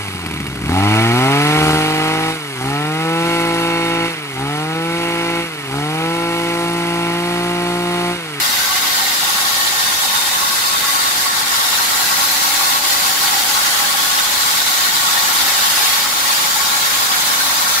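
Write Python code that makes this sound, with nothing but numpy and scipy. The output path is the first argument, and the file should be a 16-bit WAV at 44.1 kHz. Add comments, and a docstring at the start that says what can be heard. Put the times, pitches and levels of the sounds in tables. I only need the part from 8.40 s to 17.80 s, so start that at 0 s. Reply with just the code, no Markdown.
"""Wire saw in wet concrete

A diamond wire saw cuts wet concrete outdoors, near a hand-held camera that turns towards the guide pulleys.
Filtered noise and tiny random impacts make the beads' grit, the slot's roar, the water spray and the mist.
Narrow noise makes the wire ring, two close notes make the pulleys sing with a beat, and short sine tones
make the pulleys and the wire squeal.
Behind them the drive, its hydraulic pump and the frame hum in slightly wavering tones over a noise rumble.
"""
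import sys
import numpy as np
from scipy import signal
from scipy.fft import rfft, irfft, next_fast_len
from scipy.io import wavfile
from scipy.ndimage import uniform_filter1d, map_coordinates

SR = 44100
rng = np.random.default_rng(int(sys.argv[2]) if len(sys.argv) > 2 else 0)


def store_wav(level_fs):
    """Save 16-bit WAV to argv[1]."""
    pcm = np.round(np.clip(np.atleast_2d(level_fs), -1, 1) * 32767)
    wavfile.write(sys.argv[1], SR, pcm.T.astype(np.int16))


N = 414540
TIME = np.arange(N) / SR  # seconds

# How hard the wire bites: t/s, grinding level before the trim and quick changes/dB
BITE_LEVEL = [(0.0, -22), (0.44, -22.5), (1.2, -21.5), (1.23, -22), (1.86, -22), (1.96, -22.5), (3.01, -22),
              (3.82, -20.5), (5.97, -21), (7.49, -20), (7.78, -21), (7.91, -21), (8.54, -21.5), (8.77, -21),
              (9.37, -21.5), (9.4, -22)]
# Brief slips (down) and snags (up) of the wire: t/s, half length/s, change of the bite/dB
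WIRE_JERKS = [(1.767, 0.044, 0.8), (2.916, 0.028, -2.6), (3.05, 0.024, -1.3), (4.403, .03, -3.5),
              (4.85, 0.028, 0.7), (5.523, .035, -1.5), (6.508, 0.026, -2.5), (7.42, .04, 1),
              (7.7, 0.081, -2), (7.95, .04, 1)]
# Balance as the camera turns, before each layer's trim: t/s, slot roar level/dB, spray level/dB
CAMERA_BALANCE = [(0, -3, -2), (.5, -4, -3), (1.5, -4.4, -2.5), (2.3, -4.5, -2), (3.1, -3, -2.5),
                  (4.1, -4.5, -2.5), (5.5, -4, -2.5), (7.5, -3.7, -3), (9.4, -3.5, -3.3)]
# Hiss of the finest mist as the camera turns: t/s, level relative to the grinding/dB
MIST_LEVEL_CURVE = [(0, -10), (1.4, -14), (2.2, -13), (3.1, -15), (3.35, -11), (4.1, -8.5), (5.5, -11.5),
                    (7.2, -9.5), (9.4, -9)]
# Tone colour of grit breaking out: f/Hz, relative level/dB
GRIT_SPECTRUM = [(1200, -41), (2100, -17), (2550, -7), (2900, -4.5), (3400, -2), (4000, -0.5), (4650, -0.8),
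                 (5200, -4), (6500, -4.5), (7500, -4.5), (8500, -13), (12000, -38)]
# Tone colour of the scraping inside the slot: f/Hz, relative level/dB
ROAR_SPECTRUM = [(300, -57), (600, -17), (680, -13.5), (740, -2), (850, 0), (1000, -4.5), (1250, -3),
                 (1410, 1), (1720, -1), (1880, 0.5), (2200, -3.5), (2700, -13), (5000, -44)]
# Tone colour of the flung water: f/Hz, relative level/dB
SPRAY_SPECTRUM = [(4000, -42), (7000, -16), (8400, -2), (9500, 0), (10800, 1.5), (12400, 1), (13000, -1.5),
                  (14300, -6), (15200, -6), (15800, -9.5)]
# Tone colour of the finest mist: f/Hz, relative level/dB
MIST_SPECTRUM = [(9000, -44), (12200, -14), (13200, -6), (14200, 6), (15100, 3), (15800, -3)]
# Resonances of the slot and the pulleys: f/Hz, width/Hz, relative level/dB
SLOT_MODES = [(876, 71, -9), (1109, 27.5, 7), (1398, 40, -2), (1833, 47, -5.5), (2207, 43, -7.5)]
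# Ringing of the taut wire, before its fitful changes: t/s, level/dB
RING_LEVEL = [(0, -38), (.9, -32.5), (1.75, -29.5), (2.3, -31.5), (3.7, -43), (5, -40), (7, -36),
              (9.4, -36.5)]
# The pulleys' song as the camera moves, before beat and throb: t/s, level/dB
SONG_LEVEL = [(0, -39), (1.7, -37), (2.3, -29.5), (3.5, -31.5), (4.6, -33), (7, -34.5), (9.4, -34)]
# The drive's hum as the camera moves: t/s, change of level/dB
HUM_LEVEL = [(0, -1.5), (2.8, -1.5), (4.5, 2), (6, 0), (9.4, 0.5)]
# The pump's shrill tone at five times the piston rate, before wavering: t/s, level/dB
WHINE_LEVEL = [(0, -32), (.8, -28.5), (1.4, -26), (2.2, -40), (3.2, -32.5), (4.2, -40), (9.4, -42)]
# Drive tones: multiple of the shaft rate, level before hum change and wavering/dB, phase between ports/rad
DRIVE_TONES = [(10, -49.5, .1), (12, -52.5, .3), (16, -53, -.3), (17, -60, -.2), (20, -48.5, -.5),
               (21, -48, .2), (30, -43, .3), (32, -49, 1)]
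# Pump tones: multiple of the piston rate, level before wavering/dB, phase between ports/rad
PUMP_TONES = [(1, -53.5, .5), (2, -43.3, .8), (4, -39.5, 2.3), (6, -45.5, .4), (8, -50, -2.2)]
# Tones of the machine's frame: f/Hz, level before wavering/dB, phase between ports/rad
FRAME_TONES = [(512.8, -55, .3), (811.5, -48, .7), (865.4, -45, -.2), (934, -49, 0), (1041.7, -46, -2.7),
               (1394.3, -45, -2.8), (1453.5, -45, -2.1), (1617.7, -45, -3)]
# Tone colour of the power pack's rumble: f/Hz, relative level/dB
RUMBLE_SPECTRUM = [(20, -24), (35, -9), (50, -7.5), (95, -2), (125, -5.5), (165, -0.5), (235, -0.5),
                   (300, -3.5), (420, -5), (560, -2), (680, -6.5), (900, -37), (2000, -50)]
# Short squeals, of the pulleys near 1.1 kHz and of the wire near 3.65 kHz: t/s, f/Hz, level at the peak/dB
SQUEAL_EVENTS = [(.31, 1130, -23), (1.199, 1108, -22), (1.487, 3670, -26), (1.765, 3650, -24),
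                 (2.028, 1105, -21.5), (2.126, 1110, -24), (2.438, 1104, -23), (2.494, 1120, -23),
                 (2.862, 1116, -22.5)]
# Likeness of the two microphone ports: f/Hz, likeness from -1 to 1
PORT_LIKENESS = [(40, 0.97), (150, 0.98), (300, 0.86), (600, 0.6), (870, 0.26), (1100, 0.098),
                 (1800, -0.24), (2150, 0.43), (3200, -0.053), (15000, 0.045)]
# Imbalance of the two ports: f/Hz, left minus right level/dB
PORT_LEAN = [(60, -0.3), (300, 1), (700, 0.7), (1500, 0.5), (5000, 0.8), (9500, 0.5), (14000, -1)]

SHAFT_HZ, PISTON_HZ, BEAD_HZ = 28.21, 368.6, 282.2
SONG_HZ, BEAT_HZ, TURN_HZ = 1105.4, 3.46, 9.6  # first pulley's note, beat and turning rates
GRIND_DB, FLUTTER_DB = 1, 0.39  # trim and quick flutter of the bite
SWAY_DB, SWAY_HZ = .15, 5.5  # depth and rate of the wire's sway
SWAY_DRIFT, TURN_DRIFT = 3.1, 1  # unsteadiness of the sway and of the pulleys' turning, rad
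SONG_ROUGH = .35  # quick phase jitter of the song, rad
SQUEAL_S = .015  # half length of a squeal, s
ECHO_DB = 1.7  # depth of the colouring by the walls' echoes
TOP_HZ = 15750  # the camera's band limit


def amp(db):
    """Turn decibels into a gain."""
    return 10 ** (np.asarray(db) / 20)


def unit(x):
    """Scale to an average strength (rms) of 1."""
    return x / np.sqrt(np.mean(x ** 2) + 1e-20)


def along(points, hz):
    """Read a (frequency, value) curve on a log frequency axis."""
    f, value = np.transpose(points)
    return np.interp(np.log(hz + 1), np.log(f + 1), value)


def curves(rows):
    """Draw each column after the time as a curve with one value per sample."""
    s, *columns = np.transpose(rows)
    return [np.interp(TIME, s, column) for column in columns]


def wobble(rate):
    """A smooth random curve with `rate` random points a second."""
    coarse_time = TIME[::32]
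    points = rng.standard_normal(int(TIME[-1] * rate) + 4)
    coarse = map_coordinates(points, [coarse_time * rate])
    return np.interp(TIME, coarse_time, coarse)


def swell(s, half):
    """A smooth bell of height 1 around time s, down to 1/e at `half` seconds from it."""
    return np.exp(-np.minimum(((TIME - s) / half) ** 2, 50))


def filtered(x, response):
    """Multiply the spectrum of x by a response, a function of frequency."""
    size = next_fast_len(N + SR // 4, True)  # spare room for the tail
    spectrum = rfft(x, size)
    return irfft(spectrum * response(np.fft.rfftfreq(size, 1 / SR)), size)[..., :N]


def shape(points):
    """The filter response of a (frequency, dB) spectrum."""
    return lambda hz: amp(along(points, hz))


def resonances(modes):
    """The response of (frequency, width, dB) resonances, which ring only after they are struck."""
    def response(f):
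        total = 0
        for k, (centre, width, db) in enumerate(modes):
            damping = 1j * f * width
            total = total + (-1) ** k * amp(db) * damping / (centre * centre - f * f + damping)
        return total
    return response


def noise():
    """Two unrelated white noises."""
    return rng.standard_normal((2, N))


def grains(rate, scatter_db):
    """Tiny impacts at random moments, `rate` a second on average, of uneven size; rms 1."""
    hits = rng.random(N) < rate / SR
    sizes = amp(scatter_db * rng.standard_normal(N))
    return unit(hits * sizes * noise())


def patchy(x, depth_db):
    """Vary x in short random patches, and in long narrow ones for the walls' shifting echoes."""
    z = signal.stft(x, nperseg=1024)[2]  # axes: port, frequency, time
    flutter = uniform_filter1d(rng.standard_normal(z.shape[1:]), size=4, axis=0)
    flutter = uniform_filter1d(flutter, size=2, axis=1)
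    echoes = uniform_filter1d(rng.standard_normal(z.shape), size=70, axis=2)
    echoes = uniform_filter1d(echoes, size=2, axis=1)
    gain_db = depth_db * unit(flutter) + ECHO_DB * unit(echoes)
    return signal.istft(z * amp(gain_db), nperseg=1024)[1][:, :N]


def ports(pair, response):
    """Colour two noises and spread them over the microphone ports; their middle has rms 1."""
    def spread(hz):
        angle = np.arccos(np.clip(along(PORT_LIKENESS, hz), -1, 1)) / 2
        return response(hz) * np.array([np.cos(angle), np.sin(angle)])
    mid, side = filtered(pair, spread)
    return np.array([mid + side, mid - side]) / np.std(mid)


def tones(rows, base_hz, waver_db, drift):
    """Complex stereo tones at multiples of base_hz, each wavering in level and phase (drift in rad)."""
    out = np.zeros((2, N), complex)
    for multiple, db, lead in rows:
        phase = 2 * np.pi * (multiple * base_hz * TIME + rng.random()) + drift * wobble(3)
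        level = np.sqrt(2) * amp(db + waver_db * wobble(5))
        port_phase = np.exp(.5j * lead * np.array([[1], [-1]]))
        out += port_phase * (level * np.exp(1j * phase))
    return out


def bite():
    """Grinding level in dB: the slow feed, the wire's sway and flutter, and its brief slips and snags."""
    sway = SWAY_DB * np.cos(2 * np.pi * SWAY_HZ * TIME + SWAY_DRIFT * wobble(2))
    jerks = sum(db * swell(s, half) for s, half, db in WIRE_JERKS)
    return curves(BITE_LEVEL)[0] + GRIND_DB + sway + FLUTTER_DB * wobble(45) + jerks


def grinding(bite_db):
    """Grit crackles out of the roaring slot; grit, spray and mist pulse as each bead enters."""
    bead_phase = 2 * np.pi * BEAD_HZ * TIME
    beads = 1 + .026 * np.cos(bead_phase) + 0.016 * np.cos(2 * bead_phase)
    roar_db, spray_db = curves(CAMERA_BALANCE)

    crackle = noise() + 0.53 * grains(rate=4000, scatter_db=1)
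    grit = amp(-0.5) * ports(patchy(crackle, depth_db=2.2), shape(GRIT_SPECTRUM))

    # the slot gives the scraping its body
    roar = amp(-1.0) * ports(patchy(noise(), depth_db=2.5), shape(ROAR_SPECTRUM))
    hollow = amp(-8.0 + 2.7 * wobble(40)) * ports(noise(), resonances(SLOT_MODES))
    body = amp(roar_db) * (roar + hollow)

    droplets = noise() + .5 * grains(rate=4500, scatter_db=0.0)
    spray = amp(spray_db - 2.0) * ports(patchy(droplets, depth_db=2.5), shape(SPRAY_SPECTRUM))
    mist = ports(patchy(noise(), depth_db=3.0), shape(MIST_SPECTRUM))
    mist = amp(curves(MIST_LEVEL_CURVE)[0]) * mist
    return amp(bite_db) * (beads * (grit + spray + mist) + body)


def wire_ring():
    """The beads scrape the taut wire, whose sharp resonance turns noise into a fitful high ring."""
    resonance = resonances([(3650, 130, 0)])
    ring = ports(noise(), lambda hz: resonance(hz) ** 2)  # squared: a narrower peak
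    return amp(curves(RING_LEVEL)[0] + 2.5 * wobble(40)) * ring


def pulleys(loudest_s=0.287, partner=1.0, throb=.6):
    """Two pulleys sing almost the same note, so that it beats; it also throbs with every turn."""
    t = TIME - loudest_s  # the beat is at its loudest here
    beat = 1 + partner * np.exp(2j * np.pi * BEAT_HZ * t)
    turning = 1 + throb * np.cos(2 * np.pi * TURN_HZ * t + TURN_DRIFT * wobble(2.1))
    note = tones([(1, 0, 2.75)], SONG_HZ, waver_db=1, drift=.3)
    jitter = np.exp(1j * SONG_ROUGH * wobble(60))
    return amp(curves(SONG_LEVEL)[0]) * (note * beat * turning * jitter).real


def machine():
    """Turning shaft, pump pistons and frame give wavering tones over the rumble of the power pack."""
    drive = amp(curves(HUM_LEVEL)[0]) * tones(DRIVE_TONES, SHAFT_HZ, waver_db=2.5, drift=0.32)
    pump = tones(PUMP_TONES, PISTON_HZ, waver_db=2.5, drift=1.0)
    whine = amp(curves(WHINE_LEVEL)[0]) * tones([(5, 0, -2.1)], PISTON_HZ, waver_db=2, drift=.7)
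    frame = tones(FRAME_TONES, 1, waver_db=1.6, drift=.6)
    rumble = amp(-39.5) * ports(noise(), shape(RUMBLE_SPECTRUM))
    return (drive + pump + whine + frame).real + rumble


def short_squeals():
    """Now and then a pulley or the wire squeals: a short sine tone that swells and fades."""
    squeals = np.zeros(N)
    for s, hz, db in SQUEAL_EVENTS:
        tone = np.sin(2 * np.pi * (hz * TIME + rng.random()))
        squeals += np.sqrt(2) * amp(db) * swell(s, SQUEAL_S) * tone
    return squeals


def scene():
    """All sounds together; the two ports hear them at slightly different levels."""
    mix = grinding(bite()) + wire_ring() + pulleys() + machine() + short_squeals()
    return filtered(mix, lambda hz: amp(np.outer([.5, -.5], along(PORT_LEAN, hz))))


def record(dry):
    """The camera keeps nothing above its band limit."""
    return filtered(dry, lambda hz: hz < TOP_HZ)


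dry = scene()
out = record(dry)
store_wav(out)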